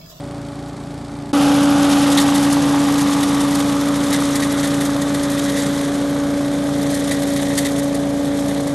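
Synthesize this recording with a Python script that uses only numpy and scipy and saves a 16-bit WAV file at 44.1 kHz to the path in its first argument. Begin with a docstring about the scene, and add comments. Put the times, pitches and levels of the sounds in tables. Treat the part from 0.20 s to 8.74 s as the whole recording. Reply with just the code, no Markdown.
"""A petrol leaf vacuum is pushed along a park path, heard from a fixed microphone at head height.
At first it is far off: a single-cylinder four-stroke engine throbs under the impeller's blade tone.
After a second the sound breaks off for an instant and resumes two metres from the machine, with air
roaring into the bag. Leaves and grit crackle through the housing throughout, and from here on come
now and then in a louder gulp. The machine moves away to nine metres, heard more and more from behind."""
import sys
import numpy as np
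from scipy import signal
from scipy.fft import rfft, irfft, next_fast_len
from scipy.io import wavfile
from scipy.ndimage import uniform_filter1d

SR = 44100
rng = np.random.default_rng(int(sys.argv[2]) if len(sys.argv) > 2 else 0)


def wrap_up_sound(samples):
    """Save the sound to the file named by the first command line argument, as 16-bit audio."""
    columns = np.atleast_2d(samples).T
    # keep every value between -1 and 1, then stretch to whole-number steps
    tamed = np.clip(columns, -1, 1)
    steps = np.round(tamed * 32767).astype(np.int16)
    wavfile.write(sys.argv[1], SR, steps)


N = 376613
TIME = np.arange(N) / SR
JUMP_S = 1.129   # from far off to close beside the machine
CLOSEST_S, CLOSEST_M, WALK_M_PER_S = 1.12, 1.976, 1.196


def from_db(db):
    return 10 ** (np.asarray(db) / 20)


def unit_rms(x):
    return x / np.sqrt(np.mean(x ** 2) + 1e-20)


def in_time(rows):
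    """Columns of a curve, joined by straight lines."""
    seconds, *columns = np.transpose(rows)
    return [np.interp(TIME, seconds, column) for column in columns]


def drift(rate_hz):
    """Slow random wander of rms 1."""
    step = 32
    size = next_fast_len(N // step + 2)
    hz = np.arange(size // 2 + 1) * SR / (step * size)
    slow = irfft(rfft(rng.standard_normal(size)) / (1 + (hz / rate_hz) ** 2), size)
    return np.interp(np.arange(N) / step, np.arange(size), unit_rms(slow))


def coloured(x, hz, db, skirt_db=55):
    """Gives x a spectrum, with skirts falling by skirt_db an octave beyond its ends."""
    size = next_fast_len(N)
    octave, points = np.log2(np.arange(1, size // 2 + 2) * SR / size), np.log2(hz)
    outside = np.abs(octave - np.clip(octave, points[0], points[-1]))
    gain = from_db(np.interp(octave, points, db) - skirt_db * outside)
    return irfft(rfft(x, size) * gain, size)[:N]


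def from_each_side(x, table):
    """One sound as it reaches the microphone from afar, from beside and from behind."""
    hz, *spectra = np.transpose(table)
    return np.array([coloured(x, hz, db) for db in spectra])


def resonate(x, modes):
    """Parallel resonances with alternating signs."""
    out = 0
    for k, (hz, width_hz, db) in enumerate(modes):
        r = np.exp(-np.pi * width_hz / SR)
        ring = signal.lfilter([1, 0, -1], [1, -2 * r * np.cos(2 * np.pi * hz / SR), r * r], x)
        out += (-1) ** k * from_db(db) * (1 - r * r) / 2 * ring
    return out


def grains(per_s, spread_db):
    """Random tiny impacts of unequal size."""
    sizes = from_db(spread_db * np.minimum(rng.exponential(1, N), 4))
    return unit_rms((rng.random(N) < per_s / SR) * sizes * rng.choice([-1, 1], N))


def clumps(rate_hz, depth_db):
    """Gain of a flow that arrives in quick lumps while its mean stays even."""
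    gain = from_db(depth_db * np.clip(drift(rate_hz), -2, 2))
    return gain / np.sqrt(uniform_filter1d(gain ** 2, size=SR // 8))


def swell(cycle, at, width):
    """A smooth bump at one point of each engine cycle."""
    return np.exp(-.5 * (((cycle - at + .5) % 1 - .5) / width) ** 2)


def strokes(cycle, at, uneven_db):
    """One click per engine cycle, each a little different in strength."""
    return np.diff(np.floor(cycle - at), prepend=-1) * from_db(uneven_db * rng.standard_normal(N))


def far_then_near(far_db, near_db):
    """Gain from two levels, switched at the jump."""
    return from_db(np.where(TIME < JUMP_S, far_db, near_db))


def walk():
    """A straight walk: metres to the microphone, and the turn from beside (0) to behind (1)."""
    along = WALK_M_PER_S * (TIME - CLOSEST_S)
    distance = np.hypot(CLOSEST_M, along)
    return distance, (along / distance) ** 2


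def over_ground(x, distance, mic_height_m=1.48, source_height_m=0.38, reflection=0.24, far_echo_s=0.001):
    """Direct sound plus the echo off the path: a shallow notch that climbs with distance."""
    direct_m = np.hypot(distance, mic_height_m - source_height_m)
    bounced_m = np.hypot(distance, mic_height_m + source_height_m)
    delay = np.where(TIME < JUMP_S, far_echo_s, (bounced_m - direct_m) / 343)
    return (x + reflection * np.interp(TIME - delay, TIME, x)) / np.hypot(1, reflection)


# Spectrum of a faint added noise. Each row: frequency in Hz, relative level in dB.
SIDE_SPECTRUM = [(800, 9.5), (1450, 11), (1900, -35), (3200, -43), (4000, 6), (5800, -13.5)]

def stereo_spread(gain, level_db=-22.0):
    """A faint added noise, opposite in the two channels, slightly widens the sound."""
    side = unit_rms(coloured(rng.standard_normal(N), *np.transpose(SIDE_SPECTRUM)))
    return from_db(level_db) * gain * side * [[1], [-1]]


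# Air and leaves in the impeller housing. Each row: frequency in Hz, relative dB far, beside, behind.
HOUSING_SPECTRA = [(1535, -1, -5.5, 0.5), (1810, 1.5, -6, -3), (2240, 1, -1.5, -4.5),
                   (2770, -5.5, 0.5, -12.5), (3170, -2, 1, -5), (3540, -2, -4, -4.5),
                   (4100, -4, -5.5, -6.5), (4900, -5, -4, -10.5), (6300, -8.5, -6.5, -9),
                   (8000, -9, -10.5, -12), (9050, -10, -11, -10.5), (10050, -15, -10, -16),
                   (11540, -17, -13, -14.5)]

def in_housing(x, place):
    """The housing colours a sound made inside it, differently on each side."""
    return sum(weight * unit_rms(side) for weight, side in zip(place, from_each_side(x, HOUSING_SPECTRA)))


def air_hiss(cycle, place, far_db=-5.5, near_db=-5.0):
    """The air stream hisses and swells with each firing; from afar it has a second puff."""
    far = place[0]
    puff = 0.86 * far * swell(cycle, at=0.19, width=0.07)
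    throb = 0.63 * swell(cycle, at=0.54, width=0.059)
    hiss = in_housing(rng.standard_normal(N) * (1 + puff + throb), place)
    return hiss * from_db(far_db * far + near_db * (1 - far))


# Air in the bag. Each row: frequency in Hz, then dB per Hz far, beside and behind.
BAG_SPECTRA = [(25, -77, -71, -70), (45, -72, -69, -79), (89, -68, -67, -66), (143, -65, -48.5, -54.5),
               (196, -60.5, -47.5, -55), (270, -57.5, -51.5, -61), (338, -62, -50.5, -64),
               (426, -66, -57, -55), (491, -67.5, -47.5, -56), (604, -68.5, -57.5, -58),
               (718, -68.5, -65, -57.5)]

def bag_roar(place, trim_db=0.05):
    """Turbulent air fills the bag."""
    white = rng.standard_normal(N) * np.sqrt(SR / 2)
    return from_db(trim_db) * np.sum(place * from_each_side(white, BAG_SPECTRA), axis=0)


def crumbs(place, level_db=-1.46, tilt_db_per_octave=4.5, q=5.8):
    """Dry crumbs snap in lumps, each at a pitch set by its size."""
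    crackle = 0
    for hz in np.geomspace(2000, 11500, 10):
        snaps = grains(per_s=700, spread_db=1.0) * clumps(rate_hz=50, depth_db=2.0)
        crackle += resonate(snaps, [(hz, hz / q, tilt_db_per_octave * np.log2(hz / 2000))])
    return from_db(level_db) * in_housing(crackle * clumps(rate_hz=43, depth_db=3.5), place)


# Resonances of the impeller housing. Each row: frequency in Hz, width in Hz, relative level in dB.
HOUSING_MODES = [(1706, 170, -5), (1876, 91, 4.5), (2025, 195, -0.5), (3380, 400, -4), (3550, 95, 4),
                 (3840, 220, -1), (4500, 320, -15.5)]

def housing_ring(hits, turn, beside_tilt_db, behind_tilt_db):
    """The struck housing rings, tilted in dB per octave: from behind, the bag shades the upper modes."""
    tilt_db = beside_tilt_db * (1 - turn) + behind_tilt_db * turn
    return sum((-1) ** k * resonate(hits, [mode]) * from_db(tilt_db * np.log2(mode[0] / 2700))
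               for k, mode in enumerate(HOUSING_MODES))


def grit_rattle(place, turn, beside_db=-6.5, behind_db=-5.2):
    """Grit flung against the housing keeps it ringing hollowly, heard only after the jump."""
    hits = grains(per_s=1500, spread_db=3.0) * clumps(rate_hz=23, depth_db=3.0)
    ring = housing_ring(hits, turn, beside_tilt_db=-1.0, behind_tilt_db=-4.5)
    return unit_rms(ring) * (from_db(beside_db) * place[1] + from_db(behind_db) * place[2])


# A clump being shredded. Each row: frequency in Hz, relative level in dB.
CRUNCH_SPECTRUM = [(4200, 3), (5500, 2), (7000, 3.5), (9200, 3.5), (12000, 0)]
# Clumps of leaves and twigs hit the impeller.
# Each row: start and length in seconds, then housing ring and crunch in relative dB.
CLUMP_HITS = [(1.915, 0.016, -25, -25), (1.972, 0.016, -14, -23), (1.998, 0.026, -25, -24.5),
              (2.147, 0.016, -24.5, -25.5), (2.224, 0.028, -33, -29), (2.324, 0.0064, -31, -20.5),
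              (2.778, 0.013, -35, -28), (3.028, 0.01, -23.5, -26), (3.204, 0.011, -28, -28.5),
              (3.348, 0.0091, -29, -24.5), (3.398, 0.0069, -24, -26.5), (3.924, 0.023, -20, -24),
              (4.153, 0.0093, -23, -22), (4.22, 0.011, -19.5, -28), (4.428, 0.031, -24.5, -28.5),
              (4.604, 0.016, -27, -27.5), (4.649, 0.015, -27, -28), (4.814, 0.011, -26.5, -28),
              (4.943, 0.0092, -22.5, -27.5), (5.03, 0.01, -32, -30.5), (5.362, 0.047, -27, -30),
              (6.74, 0.013, -42, -27), (6.908, 0.014, -20, -25.5), (6.927, 0.025, -32, -34),
              (7.157, 0.019, -26, -29.5), (7.374, 0.016, -19, -19.5), (7.398, 0.017, -33, -33),
              (7.445, 0.026, -23.5, -27.5), (7.579, 0.02, -30, -30), (7.743, 0.0092, -31, -28.5),
              (8.47, 0.009, -31, -33)]

def gulps(turn, beside_rise_s=0.00056, behind_rise_s=0.0045, tail_s=0.0065, ring_db=-4.5, crunch_db=-0.63):
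    """Each clump is shredded in a burst of impacts; its first crack is blunted when heard past the bag."""
    ring_gain, crunch_gain = np.zeros(N), np.zeros(N)
    for start, length, ring_level, crunch_level in CLUMP_HITS:
        span = slice(int(start * SR), int((start + .1) * SR))
        age, hidden = TIME[span] - TIME[span][0], turn[span]
        rise = np.minimum(age / (beside_rise_s * (1 - hidden) + behind_rise_s * hidden), 1)
        crack = 1 + 0.32 * (1 - hidden) * np.exp(-age / tail_s)
        shape = rise * crack * np.exp(-np.maximum(age - length, 0) / tail_s)
        ring_gain[span] += from_db(ring_level + ring_db) * shape
        crunch_gain[span] += from_db(crunch_level + crunch_db) * shape
    impacts = grains(per_s=7000, spread_db=0.5)
    ring = housing_ring(impacts * ring_gain, turn, beside_tilt_db=7.0, behind_tilt_db=-3.0)
    crunch = unit_rms(coloured(impacts, *np.transpose(CRUNCH_SPECTRUM)))
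    return ring / np.std(resonate(impacts, HOUSING_MODES)) + crunch_gain * crunch


# Leaves entering the nozzle. Each row: time in seconds, flow as relative crackle level in dB.
LEAF_INTAKE = [(1.13, -30), (1.55, -32), (1.72, -25.5), (2.45, -30.5), (2.85, -27), (3.75, -30),
               (3.92, -25), (4.62, -26.6), (4.8, -32.5), (5.2, -24), (5.55, -25.5), (6.0, -34.5),
               (6.52, -30.5), (6.65, -25), (7.4, -23.5), (7.88, -32.5), (8.3, -25), (8.54, -32)]

def leaf_flow():
    """The flow of leaves swells and thins along the path, in dB."""
    return in_time(LEAF_INTAKE)[0]


def firing_rate(flow_db, free_hz=28.69, easing_hz_per_s=0.016, sag_hz=0.33, full_flow_db=-25, lag_s=0.18):
    """The governed engine slowly eases off and sags under the leaves; the flywheel makes the sag lag."""
    load = from_db(flow_db - full_flow_db)
    inertia = np.exp(-1 / (lag_s * SR))
    felt_load, _ = signal.lfilter([1 - inertia], [1, -inertia], load, zi=[inertia * load[0]])
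    return free_hz - easing_hz_per_s * TIME - sag_hz * felt_load


# Engine metal rung by the valves. Each row: frequency and width in Hz, then level in dB far and beside.
VALVE_MODES = [(3595, 52, -73, -40.5), (3900, 92, -63, -46), (4460, 70, -58.5, -56), (8100, 900, -60, -52)]

def valves(cycle, place, buzz=0.0072):
    """The valve gear ticks once a cycle and buzzes between; the bag hides it from behind."""
    contacts = strokes(cycle, at=0.16, uneven_db=-1.0) + buzz * rng.standard_normal(N)
    return sum(unit_rms(resonate(contacts, [(hz, width_hz, 0)])) * (from_db(levels) @ place[:2])
               for hz, width_hz, *levels in VALVE_MODES)


# Resonances of the exhaust. Each row: frequency in Hz, width in Hz, relative level in dB.
EXHAUST_MODES = [(801, 93, 2.5), (1133, 76, 2), (1300, 120, -3), (1500, 210, -6)]
# Noise of the engine casing. Each row: frequency in Hz, then relative dB far, beside and behind.
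CASING_SPECTRA = [(636, -2, -8, -2), (730, 3, -2, -11), (832, 1.5, 1, -3.5), (966, -6.5, -8, -5),
                  (1210, -3.5, 1.5, -5), (1426, -4, -5.5, -10.5), (1660, -10.5, -11, -11)]

def engine_clatter(cycle, place, bark_db=-9.0, casing_db=-1.5):
    """Every firing barks in the exhaust, over the noise of the casing."""
    bark = resonate(strokes(cycle, at=.4, uneven_db=2.5), EXHAUST_MODES)
    casing = np.sum(place * from_each_side(rng.standard_normal(N), CASING_SPECTRA), axis=0)
    return from_db(bark_db) * unit_rms(bark) + from_db(casing_db) * unit_rms(casing)


# The engine's tones. Each row: multiple of the firing rate, then level in dB far, beside and behind.
ENGINE_HARMONICS = [(2,-44.5,-43.5,-43), (3,-47,-40.5,-43.5), (4,-41,-43,-45.5), (5,-36.5,-32,-33),
                    (6,-42,-52,-47.5), (7,-54,-31,-35), (8,-47,-65,-46), (9,-57,-34.5,-35.5),
                    (11,-60,-43,-60), (12,-69,-45,-52), (13,-49.5,-50,-50.5), (14,-48,-62,-57),
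                    (15,-59,-53,-70), (16,-65,-46,-41), (17,-61,-58,-56), (18,-67,-40,-47),
                    (19,-70,-51,-55), (21,-68,-52,-68), (22,-55,-49,-49), (24,-67,-56,-57),
                    (28,-66,-63,-52), (29,-49,-36.5,-48.5), (30,-57,-43,-50.5), (33,-61,-55,-61),
                    (35,-66,-41.5,-61), (39,-70,-49,-61), (40,-69,-40,-64), (41,-72,-60,-57),
                    (43,-59,-53,-53.5), (51,-63,-54,-60)]

def engine_throb(cycle, place, smear_rad=.21, waver_db=0.5):
    """Harmonics of the firing rate; the silencer smears each pulse, delaying the higher ones more."""
    pulses = 0
    for order, *levels in ENGINE_HARMONICS:
        phase = 2 * np.pi * order * cycle - smear_rad * order ** 2
        pulses += (from_db(levels) @ place) * np.cos(phase)
    return np.sqrt(2) * pulses * from_db(waver_db * drift(5.7))


# The impeller from afar. Each row: time in seconds, blade tone in dB, its octave in dB.
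BLADE_LEVELS_FAR = [(0, -34, -37.5), (.6, -36.5, -42.5), (1.1, -32.5, -45.5)]
# The impeller at two metres. Each row: turn from beside (0) to behind (1), tone in dB, its octave in dB.
BLADE_LEVELS_NEAR = [(0, -13.5, -28), (.3, -13.4, -31.5), (.52, -14, -33), (.68, -14.4, -28),
                     (.88, -14, -23.5), (.96, -11.5, -19)]

def impeller(cycle, turn, loss_db, blades=5, flutter_db=0.2, octave_flutter_db=-0.3, sway_db=0.3):
    """The blades sound a loud tone that flutters in the uneven air flow and, from behind, sways."""
    turns, *near_levels = np.transpose(BLADE_LEVELS_NEAR)
    tone_gain, octave_gain = [
        far_then_near(far_db, np.interp(turn, turns, near_db) - loss_db + sway_db * turn * drift(2.8))
        for far_db, near_db in zip(in_time(BLADE_LEVELS_FAR), near_levels)]
    phase = 2 * np.pi * blades * 2 * cycle   # the shaft turns twice a firing
    tone = tone_gain * from_db(flutter_db * drift(12)) * np.cos(phase)
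    octave = octave_gain * from_db(octave_flutter_db * drift(14)) * np.sin(2 * phase)
    return np.sqrt(2) * (tone + octave)


def scene(gap_s=0.0054, gap_fade_s=0.0048):
    """The machine at the microphone: the walk sets level and colour, the leaves load the engine."""
    flow_db = leaf_flow()
    cycle = np.cumsum(firing_rate(flow_db) * (1 + .001 * drift(9))) / SR
    distance, turn = walk()
    loss_db = 4 * np.log2(distance / CLOSEST_M)   # 4 dB per doubling over hard ground
    near = TIME >= JUMP_S
    place = np.array([1. - near, near * (1 - turn), near * turn])   # weights: far, beside, behind
    rush_gain = far_then_near(far_db=-42.5, near_db=-24.5 - loss_db)
    leaf_gain = far_then_near(far_db=-51.5, near_db=flow_db - loss_db)
    drone = engine_throb(cycle, place) + impeller(cycle, turn, loss_db) + valves(cycle, place)
    low_rush = over_ground(bag_roar(place) + rush_gain * engine_clatter(cycle, place), distance)
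    hiss = rush_gain * air_hiss(cycle, place)
    leaves = leaf_gain * (crumbs(place) + grit_rattle(place, turn)) + gulps(turn)
    gap_gate = np.clip(np.maximum(JUMP_S - gap_s - TIME, TIME - JUMP_S) / gap_fade_s, 0, 1)
    return (drone + low_rush + hiss + leaves + stereo_spread(rush_gain)) * gap_gate


def record(dry):
    """The treble is cut steeply above 12.1 kHz."""
    return signal.sosfilt(signal.ellip(12, .1, 90, 12100, fs=SR, output="sos"), dry)


dry = scene()
out = record(dry)
wrap_up_sound(out)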